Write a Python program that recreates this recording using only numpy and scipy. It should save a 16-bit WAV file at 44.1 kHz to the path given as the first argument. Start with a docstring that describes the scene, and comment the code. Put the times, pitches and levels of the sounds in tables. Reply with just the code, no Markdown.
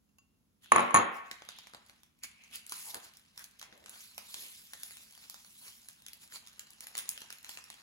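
"""In a softly humming, echoing kitchen, a carried bowl clinks faintly, then knocks on the stone counter
and rattles to rest (0.7 s). Fingers pick up a small paper sachet, which crinkles and snaps (1.3 s).
They tear off its top (2.7 s), pinch it open and pour hissing sugar onto soft flour (3.9 to 6 s).
Last, they shake and crinkle the final grains out. Two close microphone ports hear it all."""
import sys
import numpy as np
from scipy import signal
from scipy.fft import rfft, irfft
from scipy.io import wavfile
from scipy.ndimage import uniform_filter1d

SR = 44100
rng = np.random.default_rng(int(sys.argv[2]) if len(sys.argv) > 2 else 0)


def digitize_waveform(pressure):
    """Quantize a signal to 16-bit integers and store it at the path in sys.argv[1].

    Rows of a 2-D input are taken as channels; values are limited to [-1, 1].
    """
    field = np.atleast_2d(pressure).T
    bounded = np.clip(field, -1, 1)
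    quanta = np.round(bounded * 32767).astype(np.int16)
    wavfile.write(sys.argv[1], SR, quanta)


N = 344970
TIME = np.arange(N) / SR
ONE_SECOND = np.arange(SR) / SR
HZ = np.fft.rfftfreq(N, 1 / SR)


def gain_of(db):
    """Turns decibels into a number to multiply a sound by."""
    return 10 ** (np.asarray(db) / 20)


def evened(x):
    """Scales a signal to an average power of 1."""
    return x / np.sqrt(np.mean(x ** 2) + 1e-20)


def look_up(table, hz):
    """Reads between the rows of a frequency table, giving each octave equal room."""
    row_hz, value = np.transpose(table)
    return np.interp(np.log(hz + 1), np.log(row_hz + 1), value)


def add(mix, start, sound):
    """Adds a sound to the mix, starting at a time in seconds."""
    part = mix[:, round(start * SR):][:, :sound.shape[-1]]
    part += sound[..., :part.shape[-1]]


def noise(spectrum):
    """Two unrelated noises, left and right, with the same tone colour."""
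    return evened(irfft(rfft(rng.standard_normal((2, N))) * spectrum, N))


def swell(peak, length):
    """A smooth rise and fall around the peak time."""
    return np.exp(-(2 * (TIME - peak) / length) ** 2)


def loudness(curve, fade_s=0.18):
    """Follows a table of levels over time, fading in before it and out after it."""
    times, db = np.transpose(curve)
    outside_s = np.maximum(np.maximum(times[0] - TIME, TIME - times[-1]), 0)
    return gain_of(np.interp(TIME, times, db) - 60 * outside_s / fade_s)


def grains(per_s, length_s, spread_db):
    """Countless tiny bursts of uneven size: multiply a noise by this to make it gritty."""
    sizes = gain_of(spread_db * np.minimum(rng.exponential(1, N), 4.5))
    power = sizes ** 2 * (rng.random(N) < per_s / SR)
    power = np.abs(uniform_filter1d(power, max(int(length_s * SR), 2)))
    average = np.abs(uniform_filter1d(power, SR // 8))
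    return np.sqrt(power / (average + 1e-9))


# tone colour of the quiet kitchen: (frequency [Hz], level [dB])
ROOM_COLOUR = [(20, -22), (40, -3.5), (65, 0.5), (130, -4.5), (220, 1.5), (330, -11.5), (600, -19.5),
               (1100, -21), (1800, -26), (5000, -26.5), (12000, -26.5), (16000, -30.5)]

def room_hum(level_db=-73.5):
    """The room hums low under a faint hiss the whole time."""
    return gain_of(level_db) * noise(gain_of(look_up(ROOM_COLOUR, HZ)))


# how long the kitchen echoes: (frequency [Hz], time to fade by 60 dB [s])
ECHO_FADE = [(100, 0.18), (300, 0.45), (1100, 0.63), (2500, 0.79), (5000, 0.24), (9000, 0.29),
             (16000, 0.14)]

def kitchen_echo(sound, build_up_s, treble_db):
    """Tiles and cupboards throw back a blur of echoes, each pitch dying at its own speed."""
    t = ONE_SECOND
    echoes = rng.standard_normal((2, SR)) * (rng.random((2, SR)) < .12)
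    hz, frame_s, spectrum = signal.stft(echoes, SR, nperseg=256)
    colour_db = treble_db * np.clip(np.log2((hz + 1) / 2000) / 2, 0, 1)
    spectrum *= gain_of(colour_db[:, None] - 60 * frame_s / look_up(ECHO_FADE, hz)[:, None])
    onset = 1 - np.exp(-np.maximum(t - .003, 0) / build_up_s)
    tail = signal.istft(spectrum, SR, nperseg=256)[1][:, :SR] * onset
    tail /= np.linalg.norm(echoes[0] * gain_of(-60 * t / 0.73))
    return signal.fftconvolve(sound, tail, axes=1)[:, :N]


def blow(rise_s=0.00069, decay_s=0.0042):
    """The force of one hit jumps up and quickly dies away."""
    return np.exp(-ONE_SECOND / decay_s) * (1 - np.exp(-ONE_SECOND / rise_s))


def ring(tones, rise_s):
    """A struck object's tones start together and fade; left and right are a quarter cycle apart."""
    t = ONE_SECOND
    wave = sum(gain_of(db - 60 * t / fade_s) * np.exp(2j * np.pi * hz * t) for hz, db, fade_s in tones)
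    wave *= np.sqrt(2) * (1 - np.exp(-t / rise_s))
    return np.array([wave.imag, wave.real])


# faint clinks of the carried bowl: (time [s], level [dB])
CLINKS = [(.09, -72), (0.184, -52.5), (.224, -74.5)]
# the tones in a clink: (frequency [Hz], level [dB], time to fade by 60 dB [s])
CLINK_TONES = [(1100, -10, .12), (2730, 0, .05), (2755, -13, .25), (4800, -13, .1), (6690, -7, .12)]

def clinks(tick_db=-4, ring_db=-7):
    """Each light touch on the carried bowl makes a noisy tick and a short ring."""
    sound = np.zeros((2, N))
    ringing = gain_of(ring_db) * ring(CLINK_TONES, rise_s=0.0013)
    for start, db in CLINKS:
        tick = gain_of(tick_db) * blow() * rng.standard_normal((2, SR))
        add(sound, start, gain_of(db) * (tick + ringing))
    return sound


def flexing(sound, spread_db=3.5, patch_hz=400, patch_s=.022):
    """Bending paper keeps changing which pitches it favours, in random drifting patches."""
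    spectrum = signal.stft(sound, nperseg=512, noverlap=384)[2]
    patches = rng.standard_normal(spectrum.shape[1:])
    for axis, size in enumerate([patch_hz * 512 / SR, patch_s * SR / 128]):
        for _ in range(2):
            patches = uniform_filter1d(patches, max(round(size), 2), axis)
    spectrum *= gain_of(spread_db * evened(patches))
    return evened(signal.istft(spectrum, nperseg=512, noverlap=384)[1][:, :N])


# tone colour of the paper: (frequency [Hz], level [dB])
PAPER_COLOUR = [(100, -18.5), (300, -11.5), (600, -8.5), (1000, -1.5), (2000, 0), (4200, 3.5), (6000, 0.5),
                (8500, 2.5), (10500, 1), (13500, -2), (15800, -7.5)]

def paper_noise(share=1, right_delay_s=.00018):
    """Noise coloured by the sachet. It is held to the left, so its lower tones arrive there first."""
    left, unrelated = rfft(noise(gain_of(look_up(PAPER_COLOUR, HZ)) * share))
    likeness = look_up([(4500, .65), (6500, 0)], HZ)
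    delayed = left * np.exp(-2j * np.pi * HZ * right_delay_s)
    right = likeness * delayed + np.sqrt(1 - likeness ** 2) * unrelated
    return flexing(irfft(np.array([left, right]), N))


def paper_bands(body_top_hz=2200, crackle_top_hz=7000):
    """Paper noise in three ranges: low body, middle crackle and high fizz."""
    above_body = 1 / (1 + (body_top_hz / (HZ + 1)) ** 6)
    above_crackle = 1 / (1 + (crackle_top_hz / (HZ + 1)) ** 8)
    shares = [1 - above_body, above_body * (1 - above_crackle), above_crackle]
    return [paper_noise(np.sqrt(share)) for share in shares]


def blend(bands, body_db, fizz_db):
    """Mixes the paper's three ranges, turning body and fizz up or down against the crackle."""
    body, crackle, fizz = bands
    return gain_of(body_db) * body + crackle + gain_of(fizz_db) * fizz


# soft swells of hiss as the bowl rattles and settles, and later as the sachet is handled:
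# (peak time [s], length [s], level [dB])
HISS_SWELLS = [(0.639, 0.03, -59.5), (0.83, 0.2, -59), (1.159, 0.068, -57.5), (2.244, 0.02, -42.5),
               (2.553, 0.05, -46), (3.045, 0.036, -51), (3.41, 0.089, -56.5), (3.95, 0.051, -53),
               (4.404, 0.17, -56), (5.235, 0.051, -55), (5.35, .04, -59), (5.665, 0.075, -51.5),
               (6.231, 0.052, -54), (6.349, 0.056, -47), (6.839, 0.018, -49), (6.981, 0.038, -46),
               (7.522, 0.09, -50.5)]
# sliding fingers: (peak time [s], length [s], frequency [Hz], spread to each side [Hz], level [dB])
RUBS = [(0.671, 0.074, 3230, 690, -60.5), (1.573, 0.22, 3400, 900, -57.5), (2.247, 0.036, 2350, 450, -50),
        (2.436, 0.14, 2450, 348, -62.5), (2.543, 0.052, 2820, 490, -52.5), (2.789, 0.092, 2220, 703, -59),
        (2.89, 0.067, 872, 167, -57.5), (2.961, 0.051, 800, 397, -49.5), (3.408, 0.042, 1645, 325, -55),
        (3.799, 0.31, 582, 334, -67), (3.93, 0.1, 1400, 400, -64.5), (4.379, .15, 4140, 489, -60),
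        (4.413, .14, 447, 199.7, -68), (6.36, 0.032, 4500, 500, -48.5)]

def swells_and_rubs():
    """Hiss swells and fades; finger rubs make a surface or the sachet's hollow sound near one pitch."""
    sound = sum(gain_of(db) * swell(peak, length) for peak, length, db in HISS_SWELLS) * paper_noise()
    for peak, length, hz, spread_hz, db in RUBS:
        resonance = 1 / (1 + ((HZ - hz) / spread_hz) ** 2)
        sound += gain_of(db) * swell(peak, length) * noise(resonance)
    return sound * grains(per_s=1900, length_s=0.0036, spread_db=1.5)


# paper buckles (dull, brightness below 0) or its fibres snap (crisp, above 0):
# (time [s], crackle level [dB], brightness [dB])
SNAPS = [(0.657, -57, -7.5), (1.311, -37.5, -7), (1.4186, -53.5, -17), (1.4865, -41, -8.5),
         (1.5844, -49, -3), (1.6682, -50.5, -10.5), (1.7335, -52, -15), (1.7449, -50, -11),
         (1.8941, -53, -11.5), (2.0311, -57, -4), (2.2335, -41.5, 4.5), (2.4351, -57.5, -4),
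         (2.5547, -44.5, 8.5), (2.663, -51.5, 10), (2.6928, -50, 13), (2.7194, -37, -1), (2.9422, -36.5, 1),
         (3.168, -57, 6.5), (3.3746, -42.5, 0.5), (3.3909, -51.5, 6), (3.4393, -46.5, 4.5),
         (3.5932, -51.5, 7), (3.6119, -43, -6.5), (3.6247, -47.5, -3.5), (3.7235, -58.5, -20),
         (3.858, -48.5, -6.5), (3.8925, -55.5, 20), (4.1776, -38.5, -2), (4.3403, -39, -3.5),
         (4.732, -41, -2), (4.8308, -41, 5), (4.906, -51, -5), (4.9673, -47, -1.5), (5.1742, -59, 0),
         (5.2956, -46.5, 7), (5.3408, -49, -3), (5.445, -56, -1), (5.6777, -49, -8), (5.8839, -48.5, 4),
         (6.0618, -47, -0.5), (6.0817, -50, 5), (6.1303, -48.5, 10), (6.321, -54.5, -12), (6.4704, -50, -1),
         (6.592, -42.5, 4), (6.7308, -60.5, 6), (6.8045, -43.5, 4), (6.8671, -42.5, 3), (6.88, -65, -1),
         (6.9501, -41, -6), (6.968, -41, 8), (6.9767, -36, 4), (6.9858, -40, 7), (7.0887, -36.5, 14),
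         (7.1745, -45, -6.5), (7.216, -46.5, -5), (7.3014, -42.5, -2.5), (7.3238, -44.5, 4),
         (7.4433, -45.5, -1), (7.4907, -41.5, 1), (7.571, -45, -6), (7.638, -51.5, 1),
         (7.6995, -43.5, -4.5)]

def paper_snaps(bands, boost_db=1, burst_s=0.002, flutter_db=-16, flutter_decay_s=0.022, echo_db=-3):
    """Paper gives way in one short burst, then flutters while three smaller creases follow."""
    t = np.arange(SR // 20) / SR
    flutter_power = gain_of(flutter_db) ** 2 * np.exp(-2 * t / flutter_decay_s) * (t > burst_s)
    body, crackle, fizz = np.zeros((3, 1, N))
    for start, db, bright_db in SNAPS + small_creases():
        followers = [(0.002973 + 0.032 * lag ** 2, -15 - 9 * drop) for lag, drop in rng.random((3, 2))]
        burst_power = sum(gain_of(size_db) ** 2 * np.exp(-(2 * (t - delay) / burst_s - 1) ** 6)
                          for delay, size_db in [(0.0022, 0)] + followers)
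        shape = np.sqrt(flutter_power + burst_power)
        # a brighter snap has less body and more fizz
        add(body, start, gain_of(db - 8 - 0.9 * bright_db) * shape)
        add(crackle, start, gain_of(db) * shape)
        add(fizz, start, gain_of(db + 0.5 + 0.76 * bright_db) * shape)
    direct = gain_of(boost_db) * sum(amount * band for amount, band in zip((body, crackle, fizz), bands))
    return direct + gain_of(echo_db) * kitchen_echo(direct, build_up_s=0.00023, treble_db=0.5)


# the bowl's foot hits the counter: (time [s], knock level [dB], glassy ring level [dB])
KNOCKS = [(0.7195, -8.5, -26.5), (0.7605, -12, -29.5), (0.7816, -16, -41), (0.794, -20, -41),
          (0.8042, -26.5, -39), (0.907, -30, -50.5), (0.9435, -13, -22), (0.949, -14, -28.5),
          (0.9605, -14, -28.5), (0.9705, -15, -30)]
# the bowl's short main tones: (frequency [Hz], level [dB], time to fade by 60 dB [s])
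BODY_TONES = [(1094, -3.5, 0.04), (944, -7.5, .018), (1821, -9.5, 0.019), (2191, -9.5, 0.014),
              (2757, -24, 0.0033)]
# lingering tones of bowl and counter: (frequency [Hz], level [dB], time to fade by 60 dB [s])
LINGERING_TONES = [(191, -32.5, 0.37), (238.6, -28, 0.424), (514, -31.5, .4), (717, -35, 0.88),
                   (850, -21.5, .4), (1030, -21.5, 0.18), (1138, -16.5, 0.2), (1105, -24.5, 0.64),
                   (1522, -33, 0.96), (1660, -40, .5)]
# the bowl's high, glassy tones: (frequency [Hz], level [dB], time to fade by 60 dB [s])
GLASSY_TONES = [(3850, -21, .3), (4172, -22, 0.17), (6700, -8.5, 0.096), (6734, -1.5, 0.031),
                (9930, -9.5, 0.035), (9930, 0, .04), (12000, -19.5, .03), (13700, -21, .025)]
# tone colour of the counter's thud: (frequency [Hz], level [dB])
THUD_COLOUR = [(30, -22), (70, -12.5), (180, -4.5), (400, -6), (750, 0), (1300, -3), (2200, -10.5),
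               (3200, -15), (5000, -29), (8000, -36), (15000, -50.5)]

def bowl(body_db=4, linger_db=-4, glassy_db=-2, thud_db=-6, tone_echo_db=-7, thud_echo_db=5):
    """After the clinks, each knock rings the bowl and thuds in the counter; the room answers loudly."""
    tone = clinks()
    blows = np.zeros((2, N))
    for start, knock_db, ring_db in KNOCKS:
        add(tone, start, gain_of(knock_db + body_db) * ring(BODY_TONES, rise_s=0.00044))
        add(tone, start, gain_of(knock_db + linger_db) * ring(LINGERING_TONES, rise_s=0.0089))
        add(tone, start, gain_of(ring_db + glassy_db) * ring(GLASSY_TONES, rise_s=.0001))
        add(blows, start, gain_of(knock_db + thud_db) * blow())
    bursts = blows * rng.standard_normal((2, N))
    thud = irfft(rfft(bursts) * evened(gain_of(look_up(THUD_COLOUR, HZ))), N)
    into_room = gain_of(tone_echo_db) * tone + gain_of(thud_echo_db) * thud
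    return tone + thud + kitchen_echo(into_room, build_up_s=0.0031, treble_db=-0.5)


# how hard the fingers work the sachet: (time [s], level [dB])
HANDLING = [(1.25, -68.5), (1.7, -72.5), (1.98, -74), (2.15, -85.5), (2.4, -69), (2.65, -68), (3.08, -65),
            (3.22, -72.5), (3.56, -72.5), (3.9, -68.5), (4.7, -74.5), (5.2, -68.5), (5.5, -80), (6.05, -71),
            (6.449, -68), (6.78, -68), (7.1, -57), (7.4, -67), (7.82, -62)]

def crinkle(bands):
    """The paper crinkles under the fingers, louder the harder they work it."""
    paper = blend(bands, body_db=-4.5, fizz_db=-5.5)
    return loudness(HANDLING) * paper * grains(per_s=1600, length_s=0.0043, spread_db=3.5)


def small_creases(per_s=12, above_handling_db=6, size_spread_db=0.5, bright_spread_db=8, slot_s=.02):
    """Creases give way at random, louder with harder handling; returns rows like those of SNAPS."""
    times, effort_db = np.transpose(HANDLING)
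    slots = np.arange(times[0], times[-1], slot_s)
    chance, offset = rng.random((len(slots), 2)).T
    size, brightness = rng.standard_normal((len(slots), 2)).T
    db = np.interp(slots, times, effort_db) + above_handling_db + size_spread_db * size
    rows = np.transpose([slots + slot_s * offset, db, bright_spread_db * brightness])
    return rows[chance < per_s * slot_s].tolist()


def tear(bands, start_s=2.69, length_s=.22, rise_s=.04, decay_s=0.016, gain_db=-56):
    """The top comes off in one steady pull, its fibres parting in a dense, bright run."""
    t = TIME - start_s
    pull = np.clip(t / rise_s, 0, 1) * np.exp(-np.maximum(t - length_s, 0) / decay_s)
    paper = blend(bands, body_db=-16, fizz_db=7.5)
    return gain_of(gain_db) * pull * paper * grains(per_s=2500, length_s=0.0048, spread_db=3.5)


# flow of sugar as the sachet tips and empties: (time [s], level [dB])
SUGAR_FLOW = [(3.87, -85), (4.01, -57), (4.13, -72), (4.41, -53), (4.68, -66.5), (4.92, -58.5), (5.1, -72),
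              (5.7, -62), (6.05, -83)]

def sugar(bands):
    """Crystals slide out over the paper in a fine hiss; they land silently on the flour."""
    paper = blend(bands, body_db=-19.5, fizz_db=3.5)
    return loudness(SUGAR_FLOW) * paper * grains(per_s=2700, length_s=0.0027, spread_db=1)


def scene(rustle_echo_db=-7):
    """Bowl, room and sachet together."""
    bands = paper_bands()
    bowl_and_room = bowl() + room_hum()
    rustle = crinkle(bands) + swells_and_rubs() + tear(bands) + sugar(bands)
    rustle_echo = gain_of(rustle_echo_db) * kitchen_echo(rustle, build_up_s=0.0014, treble_db=6.5)
    return bowl_and_room + rustle + rustle_echo + paper_snaps(bands)


# how much of the left port's sound the right one shares: (frequency [Hz], likeness [0 to 1])
PORT_LIKENESS = [(60, .85), (180, .7), (400, .2), (700, 0), (5500, 0), (7000, .7), (8400, .99), (9800, .8),
                 (11000, .97), (12200, .85), (13400, .99), (14500, .7), (15500, .95)]
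# how far the wave at the right port runs ahead: (frequency [Hz], lead [cycles])
RIGHT_LEAD = [(6300, 0), (8200, .46), (8800, .53), (10000, .82), (10500, 1), (11600, 1), (13100, 1.48),
              (13900, 1.52), (15100, 2)]
# how much louder the left port is: (frequency [Hz], left minus right [dB])
LEFT_LEAN = [(60, 1), (200, -3), (550, 0.5), (1200, 1), (2800, 1), (5500, -2.5), (8000, -0.5)]

def record(dry, low_cut_hz=40, high_cut_hz=15950):
    """Two close microphone ports (openings) share bass and treble; the very lows and highs are cut."""
    left, right = rfft(dry)
    likeness = look_up(PORT_LIKENESS, HZ)
    right = likeness * left + np.sqrt(1 - likeness ** 2) * right
    lead_cycles = np.interp(HZ, *np.transpose(RIGHT_LEAD))
    right *= np.exp(2j * np.pi * lead_cycles)
    lean_db = look_up(LEFT_LEAN, HZ)
    ports = irfft(np.array([left * gain_of(lean_db / 2), right * gain_of(-lean_db / 2)]), N)
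    low_cut = signal.butter(2, low_cut_hz, "highpass", fs=SR, output="sos")
    high_cut = signal.firwin(401, high_cut_hz, window=("kaiser", 8), fs=SR)
    return signal.oaconvolve(signal.sosfilt(low_cut, ports), high_cut[None], "same")


dry = scene()
out = record(dry)
digitize_waveform(out)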